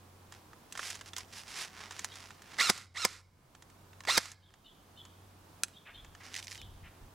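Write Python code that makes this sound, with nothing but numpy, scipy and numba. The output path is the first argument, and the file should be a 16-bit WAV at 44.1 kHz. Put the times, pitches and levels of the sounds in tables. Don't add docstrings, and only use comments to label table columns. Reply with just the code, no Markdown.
import sys
import numpy as np
from scipy import signal
from scipy.fft import rfft, irfft
from scipy.io import wavfile
from numba import njit

SR = 44100
rng = np.random.default_rng(int(sys.argv[2]) if len(sys.argv) > 2 else 0)


def dump_mix(stems):
    frames = np.atleast_2d(stems).T
    limited = np.clip(frames, -1, 1)
    pcm = np.round(limited * 32767).astype(np.int16)
    wavfile.write(sys.argv[1], SR, pcm)


N = 314874

# time of the snap in seconds, motor level in dB, snap level in dB,
# winding time in seconds, groan level in dB, motor brightness in dB per octave.
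SHOTS = [(2.6981, -21, 8, 0.12, -44, -0.5), (3.0500, -23.5, 1.5, 0.11, -57.5, -0.5),
         (4.1770, -25, 4, .111, -33, 0)]
# frequency in Hz, level in dB.
TICK_TONE = [(180, -50), (300, -16.5), (930, -1.5), (1870, 2.5), (2440, -3), (2930, 0.5), (4440, -4),
             (6960, 1.5), (11500, -15.5), (16000, -23)]


def motor():
    # frequency in Hz, level in dB.
    gearbox_tone = [(800, -15), (1250, -8), (1600, -14), (1950, 8), (2400, -9), (3000, -10.5), (3800, -1.5),
                    (4700, -10), (5500, -9), (8500, -18)]
    # frequency in Hz, level in dB.
    rattle_tone = [(150, -22.5), (871, -12.5), (1390, 1.5), (1530, -6), (2100, -2.5), (2980, -7.5),
                   (4000, -4), (5460, -5.5), (8070, -9.5), (14000, -26), (16000, -37.5)]
    # frequency in Hz, level in dB.
    groan_tone = [(250, -31), (550, -6.5), (800, 2.5), (1200, 0), (1800, -22)]
    top_hz, spin_up_s, coast_s = 1415, .063, .18
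    sag_after_s, sag_hz_per_s = .071, 5800
    shaft_teeth, rasp_db = 10, 3
    out = np.zeros(N)
    t = np.arange(SR * 2 // 5) / SR
    spin_up = np.sin(np.pi / 2 * np.minimum(t / spin_up_s, 1))
    surge_db = 4 * np.exp(-((t - .036) / .01) ** 2)
    take_up = np.exp(-((t - .028) / .012) ** 2)
    for s, db, _, winding_s, groan_db, tilt in SHOTS:
        free_s = np.maximum(t - winding_s, 0)
        sag_hz = sag_hz_per_s * (np.clip(t, sag_after_s, winding_s) - sag_after_s)
        hz = np.maximum((top_hz * spin_up - sag_hz) * (1 - free_s / coast_s), 1)
        speed_db = 6 * np.log2(hz / top_hz)
        unloaded_db = -20 * np.minimum(free_s / .009, 1)
        cycles = np.cumsum(hz * (1 + .007 * drift(len(t), 400))) / SR
        whine = 0
        for k in range(1, 7):
            flutter_db = 1.8 * drift(len(t), 200) + 2.2 * drift(len(t), 40)
            overtone_db = read(gearbox_tone, k * hz) + tilt * np.log2(k / 2) + flutter_db
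            whine += amp(overtone_db) * np.cos(2 * np.pi * (k * cycles + rng.random()))
        meshing = 1 + .8 * np.cos(2 * np.pi * cycles)
        shaft_rasp = amp(rasp_db * (t < winding_s) * np.cos(2 * np.pi * cycles / shaft_teeth))
        teeth = grains(len(t), per_s=10000, spread_db=2.2) * meshing * shaft_rasp
        rattle = unit(colour(teeth, rattle_tone, tilt))
        groan = unit(unit(colour(teeth, groan_tone)) + 2 * np.sin(2 * np.pi * cycles))
        gears = amp(db + surge_db + speed_db) * (amp(unloaded_db - 1) * whine + amp(-5.8) * rattle)
        add(out, s - winding_s, gears + amp(groan_db) * take_up * groan)
    return out


def piston():
    # time from the snap in seconds, level in dB, strength of the push next to the crack.
    contacts = [(-.004, -18.5, 2), (0, 3, 5), (.0013, -2, 2), (.0042, -10, 2)]
    # frequency in Hz, level in dB.
    snap_tone = [(120, -34), (280, -15), (450, -1), (1330, 4), (2130, 1.5), (2690, -7.5), (4380, 1.5),
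                 (5650, 1), (8280, -4), (10200, -11), (12700, -23), (16000, -39)]
    # pitch in Hz, level in dB.
    body_notes = [(200, -19), (365, -14.5), (520, -17), (760, -17)]
    thud_t60, latch_s, latch_db = .019, .079, -26
    out = np.zeros(N)
    t = np.arange(SR // 20) / SR
    thud = sum(amp(db - 60 * t / thud_t60) * np.cos(2 * np.pi * hz * t) for hz, db in body_notes)
    for s, _, db, *_ in SHOTS:
        for delay, contact_db, push in contacts:
            snap = knock(snap_tone, crack_t60=.013, ring_db=-23, push=push)
            add(out, s + delay, amp(db + contact_db + 4.5) * snap)
        add(out, s, amp(db + 2) * thud)
        add(out, s + latch_s, amp(db + latch_db) * knock(TICK_TONE, crack_t60=.03, ring_db=-22))
    return out


def knock(tone, crack_t60, ring_db, tilt=0, push=0, size=4096):
    # pitch in Hz, level in dB.
    frame_notes = [(374, -4.5), (808, -12), (1318, -12), (1780, -0.5), (2594, -20.5), (3700, -12.5),
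                   (5038, -0.5)]
    ring_t60 = .028
    t = np.arange(size) / SR
    crack = push * (t == 0) + rng.choice([-1, 1], size) * amp(-60 * t / crack_t60)
    ring = sum(amp(db) * np.sin(2 * np.pi * (hz * t + rng.random())) for hz, db in frame_notes)
    hit = colour(crack + amp(ring_db - 60 * t / ring_t60) * ring, tone, tilt)
    return hit / abs(hit).max()


def clicks():
    # start in seconds, level in dB, brightness in dB per octave.
    taps = [(0.323, -37.5, -0.5), (0.532, -41.5, -6.5), (0.724, -31.5, 3.5), (0.753, -33, -6),
            (0.775, -30, -1), (0.793, -27, -7), (0.83, -30.5, -7), (0.903, -28.5, 2), (0.953, -35, -0.5),
            (1.011, -32.5, -2), (1.134, -34.5, -3), (1.165, -24.5, 0), (1.182, -28.5, 2.5),
            (1.909, -30.5, -2.5), (1.921, -36, -1), (1.993, -25, 0.5), (2.045, -20, 0.5), (2.156, -33.5, 0),
            (2.306, -36, -4.5), (2.42, -40, 0.5), (3.55, -37.5, -2.5), (3.623, -38.5, -0.5),
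            (3.7, -46, -0.5), (3.931, -45.5, -5.5), (4.005, -35.5, -3.5), (4.037, -39, -4),
            (4.051, -30.5, -2), (4.317, -22.5, 2), (4.505, -47.5, -4), (4.539, -40.5, -4),
            (5.052, -41.5, -2), (6.047, -41.5, -3.5), (6.15, -39, -4.5)]
    # start in seconds, level in dB, pitch in Hz, t60 in seconds.
    clinks = [(0.794, -36, 1650, .035), (1.1335, -36, 3500, .016), (1.183, -43, 1020, .045),
              (5.635, -28, 2594, .013)]
    # start in seconds, level in dB.
    selector_hits = [(5.6348, -6), (5.6394, -50), (5.6825, -39.5)]
    # frequency in Hz, level in dB.
    lever_tone = [(300, -62), (713, -11), (1040, -24), (1390, -0.5), (2250, -8.5), (2570, -0.5), (2930, -3),
                  (4520, -5.5), (5900, -2.5), (8500, 0.5), (12900, -15), (16000, -76)]
    out = np.zeros(N)
    t = np.arange(SR // 20) / SR
    for s, db, tilt in taps:
        add(out, s, amp(db) * knock(TICK_TONE, crack_t60=.027, ring_db=-17.5, tilt=tilt))
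    for s, db, hz, t60 in clinks:
        add(out, s, amp(db - 60 * t / t60) * np.sin(2 * np.pi * hz * t))
    for s, db in selector_hits:
        add(out, s, amp(db) * knock(lever_tone, crack_t60=.0077, ring_db=-22.5))
    return out


def creak():
    # start in seconds, level in dB.
    slips = [(6.342, -27), (6.352, -27), (6.3632, -24), (6.3664, -24), (6.377, -28), (6.386, -32),
             (6.3915, -29), (6.427, -34.5), (6.4707, -28), (6.481, -29), (6.5173, -29.5), (6.527, -30),
             (6.555, -35), (6.5776, -35), (6.616, -36)]
    # frequency in Hz, level in dB.
    slip_tone = [(300, -42), (1400, -14), (2000, 5.5), (3000, 1.5), (6000, 1), (11000, -14.5), (16000, -26)]
    out = np.zeros(N)
    for s, db in slips:
        add(out, s, amp(db) * knock(slip_tone, crack_t60=.01, ring_db=-20, push=3.4))
    return out


def rubbing():
    # firmest moment in seconds, level in dB, rise in seconds,
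    # fade in seconds, brightness in dB per octave.
    strokes = [(.335, -58.5, 0.034, 0.093, -0.5), (.86, -41, 0.12, 0.15, 1), (1.074, -49, 0.027, .042, 1.5),
               (1.183, -45, 0.03, 0.061, 0.5), (1.385, -46.5, 0.091, 0.069, 1.5),
               (1.51, -45.5, 0.068, 0.11, 0.5), (1.61, -38, 0.087, 0.073, 0),
               (1.83, -49.5, 0.2, 0.16, -2.5), (1.99, -49, 0.11, 0.16, -0.5), (2.19, -53, 0.16, 0.23, 0),
               (2.539, -52, 0.17, 0.075, -2), (6.26, -50, 0.082, 0.11, -1.5), (6.378, -45, 0.068, 0.05, 1),
               (6.443, -49, 0.024, 0.02, 5), (6.525, -47.5, 0.059, 0.07, 3)]
    # frequency in Hz, level in dB.
    rub_tone = [(240, -37.5), (400, -10.5), (579, -14), (742, -6.5), (1350, -4.5), (1820, -2.5), (4240, -6),
                (5430, -4), (10900, -17.5), (16000, -38.5)]
    out = np.zeros(N)
    t = np.arange(-SR // 4, SR // 3) / SR
    for s, db, rise_s, fade_s, tilt in strokes:
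        level_db = db + swell(t, rise_s, fade_s)
        friction = grains(len(t), per_s=12000, spread_db=2)
        catches = grains(len(t), per_s=260, spread_db=3)
        flutter = amp(1.8 * drift(len(t), 70))
        light = unit(colour(friction + 1.3 * catches, rub_tone, tilt - 1))
        firm = unit(colour((friction + .7 * catches) * flutter, rub_tone, tilt + 1))
        pressed = np.clip((level_db + 57) / 20, 0, 1)
        add(out, s + t[0], amp(level_db) * ((1 - pressed) * light + pressed * firm))
    return out


def sparrows():
    # start in seconds, level in dB, a number that multiplies the pitch.
    chirps = [(2.087, -50, 1.04), (4.415, -49, 1), (4.637, -48, 1), (4.957, -47.5, 0.99),
              (5.729, -52, 1.03), (5.929, -46.5, 1.015), (6.57, -47, 1)]
    # time into the chirp in seconds, low voice in Hz, high voice in Hz, level in dB.
    chirp_shape = [(0, 2622, 3540, -13), (.018, 3080, 3650, -10), (.04, 3130, 3440, -7),
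                   (.058, 3400, 3420, -7), (.078, 3080, 3316, -18)]
    out = np.zeros(N)
    t = np.arange(SR // 10) / SR
    fade = signal.windows.tukey(len(t), .3)
    for s, db, pitch in chirps:
        gap_hz = rng.uniform(-80, 180)
        low_hz, high_hz, shape_db = follow(chirp_shape, t * rng.uniform(.75, 1.1))
        wander = 1 + .024 * drift(SR, 25)[:len(t)]
        low, high = (2 * np.pi * np.cumsum(pitch * hz * (wander + .019 * drift(len(t), 600))) / SR
                     for hz in (low_hz - gap_hz / 2, high_hz + gap_hz / 2))
        side_tone = np.sin(2 * high - low)
        song = unit(np.sin(low) + .9 * np.sin(high) + .35 * side_tone)
        add(out, s, amp(db + shape_db + 3 * drift(len(t), 90)) * song * fade)
    return out


def far_bird():
    # start in seconds, level in dB, length in seconds, middle pitch in Hz.
    calls = [(5.844, -53.5, 0.083, 2210), (6.194, -59, 0.042, 1885), (6.822, -59, 0.077, 2185)]
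    out = np.zeros(N)
    for s, db, length_s, hz in calls:
        n = round(length_s * SR)
        cycles = np.cumsum(hz * (1 + .292 * drift(SR, 910)[:n])) / SR
        add(out, s, amp(db) * unit(np.sin(2 * np.pi * cycles) * signal.windows.tukey(n, .7)))
    return out


def air():
    # frequency in Hz, level in dB.
    air_tone = [(74, -33.5), (125, -1.5), (318, -5), (621, -9.5), (674, -7), (1030, -7.5), (1900, -17),
                (2740, -18.5), (14000, -25)]
    # frequency in Hz, likeness from 0 to 1.
    likeness = [(60, 0.67), (240, 0.94), (950, 0.29), (3770, 0.37), (15000, 0.02)]
    hz = np.fft.rfftfreq(N, 1 / SR)
    left, other = rfft(rng.standard_normal((2, N)))
    same = np.clip(read(likeness, hz), 0, 1)
    right = same * left + np.sqrt(1 - same ** 2) * other
    lean_db = read([(120, -1), (1200, -3), (8000, -.5)], hz)
    spectra = np.array([left, right]) * amp(read(air_tone, hz) + np.outer([.5, -.5], lean_db))
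    above_bass = irfft(spectra.mean(0) * (hz > 300), N).std()
    return amp(-62 + .5 * drift(N, 3)) * irfft(spectra, N) / above_bass


def machine_hum():
    # time in seconds, level in dB next to the full drone.
    lulls = [(-.3, -13), (.65, -10), (1.602, -14), (2.531, -7), (3.459, -25), (4.67, -23), (5.861, -12),
             (7.25, -2)]
    hum_hz, hum_db = 93, -61
    t = np.arange(N) / SR
    hum = unit(np.sin(2 * np.pi * np.cumsum(hum_hz + 2 * drift(N, 9)) / SR))
    lull_s, lull_db = np.transpose(lulls)
    arch = np.sin(np.pi * np.interp(t, lull_s, np.arange(len(lulls)))) ** 2
    beating = np.sqrt(arch + (1 - arch) * amp(np.interp(t, lull_s, lull_db)) ** 2)
    return amp(hum_db + 1.8 * drift(N, 27)) * beating * hum


def wind():
    # strongest moment in seconds, level in dB, rise in seconds, fade in seconds.
    gusts = [(6.13, -54, 0.28, 0.067), (6.7, -50, 0.18, 0.15), (6.83, -48, 0.039, 0.093),
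             (7.03, -46, 0.021, 0.044)]
    breeze_db = -72
    t = np.arange(N) / SR
    hz = np.fft.rfftfreq(N, 1 / SR)
    tone_db = read([(8, -20), (28, -1), (60, -1), (170, -16), (600, -60), (2000, -100)], hz)
    shared, apart = map(unit, irfft(rfft(rng.standard_normal((2, N))) * amp(tone_db), N))
    rumble = shared + .12 * np.outer([1, -1], apart)
    gust_db = np.max([db + swell(t - s, rise_s, fade_s) for s, db, rise_s, fade_s in gusts], axis=0)
    return amp(np.maximum(breeze_db, gust_db)) * rumble


def echo(x, t60s, delay):
    taps = rng.choice([-1., 1.], (2, SR)) * (rng.random((2, SR)) < 3000 / SR)
    taps = taps + taps[::-1]
    hz, t, bands = signal.stft(taps, SR, nperseg=256)
    tail = signal.istft(bands * amp(-60 * t / read(t60s, hz)[:, None]), SR, nperseg=256)[1]
    tail = np.pad(tail / np.linalg.norm(tail[0]), ((0, 0), (round(delay * SR), 0)))
    return signal.oaconvolve(x[None], tail, axes=1)[:, :N]


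def amp(db):
    return 10 ** (np.asarray(db) / 20)


def unit(x):
    return x / np.sqrt(np.mean(x ** 2) + 1e-20)


def read(points, hz):
    f, value = np.transpose(points)
    return np.interp(np.log(hz + 1), np.log(f + 1), value)


def follow(rows, t):
    s, *columns = np.transpose(rows)
    return [np.interp(t, s, c) for c in columns]


def add(mix, s, sound):
    part = mix[max(round(s * SR), 0):][:len(sound)]
    part += sound[:len(part)]


def drift(n, hz):
    noise = rfft(rng.standard_normal(n))
    return unit(irfft(noise / (1 + (np.fft.rfftfreq(n, 1 / SR) / hz) ** 4), n))


def colour(x, tone, tilt=0, size=2048):
    hz = np.fft.rfftfreq(size, 1 / SR)
    db = np.maximum(read(tone, hz), -70) + tilt * np.log2(np.maximum(hz, 1300) / 3000)
    log_gain = np.log(amp(np.r_[db, db[-2:0:-1]]))
    taps = np.fft.ifft(np.exp(np.conj(signal.hilbert(log_gain)))).real
    return signal.oaconvolve(x, taps)[:len(x)]


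def grains(n, per_s, spread_db):
    size = amp(spread_db * np.minimum(rng.exponential(1, n), 3.5))
    return unit(size * rng.choice([-1, 1], n) * (rng.random(n) < per_s / SR))


def swell(t, rise_s, fade_s, depth_db=19, roundness=1.64):
    away = np.maximum(-t / rise_s, t / fade_s)
    return -depth_db * np.clip(away, 0, 10) ** roundness


def scene():
    # frequency in Hz, t60 in seconds.
    garden_t60s = [(200, 0.9), (4000, 0.66), (12000, 0.4)]
    gun = motor() + piston() + clicks() + creak() + rubbing()
    gun = signal.sosfilt(signal.butter(4, 185, "high", fs=SR, output="sos"), gun)
    song = sparrows() + far_bird()
    near = amp(-17) * echo(gun, [(300, .035), (8000, .04)], delay=.006)
    far = amp(-31) * echo(gun, garden_t60s, delay=.012)
    bright_gun = colour(gun, [(200, -17), (4000, -16), (8000, -6), (15000, -5)])
    scatter = echo(bright_gun, [(200, .02), (8000, .02)], delay=.001)[0]
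    stereo_gun = (gun + near + far + np.outer([1, -1], scatter)) * amp([[-2.1], [1.3]])
    trees = amp(-6) * echo(song, [(2000, .09), (5000, .09)], delay=.004)
    garden = amp(-10.5) * echo(song, garden_t60s, delay=.03)
    return stereo_gun + amp(-1) * song + trees + garden + air() + machine_hum() + wind()


@njit
def gain_control(peak, limit, attack_s, hold_s, release_s):
    gain, g, wait = np.ones(len(peak)), 1., 0.
    for i in range(len(peak)):
        if peak[i] * g > limit:
            g -= (g - limit / peak[i]) / (attack_s * SR)
            wait = hold_s * SR
        elif wait > 0:
            wait -= 1
        else:
            g += (1 - g) / (release_s * SR)
        gain[i] = g
    return gain


def record(dry):
    gain = gain_control(abs(dry).max(0), amp(-22), attack_s=.0032, hold_s=.26, release_s=.36)
    bass = signal.sosfiltfilt(signal.butter(2, 150, fs=SR, output="sos"), dry)
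    ceiling, cutoff_hz = amp(-15.5), 15950
    drive = (bass + (dry - bass) * gain) / ceiling
    squashed = ceiling * drive / (1 + drive ** 4) ** (1 / 4)
    treble_cut = signal.firwin(511, cutoff_hz, window=("kaiser", 9), fs=SR)
    return signal.oaconvolve(squashed, treble_cut[None], "same")


dry = scene()
out = record(dry)
dump_mix(out)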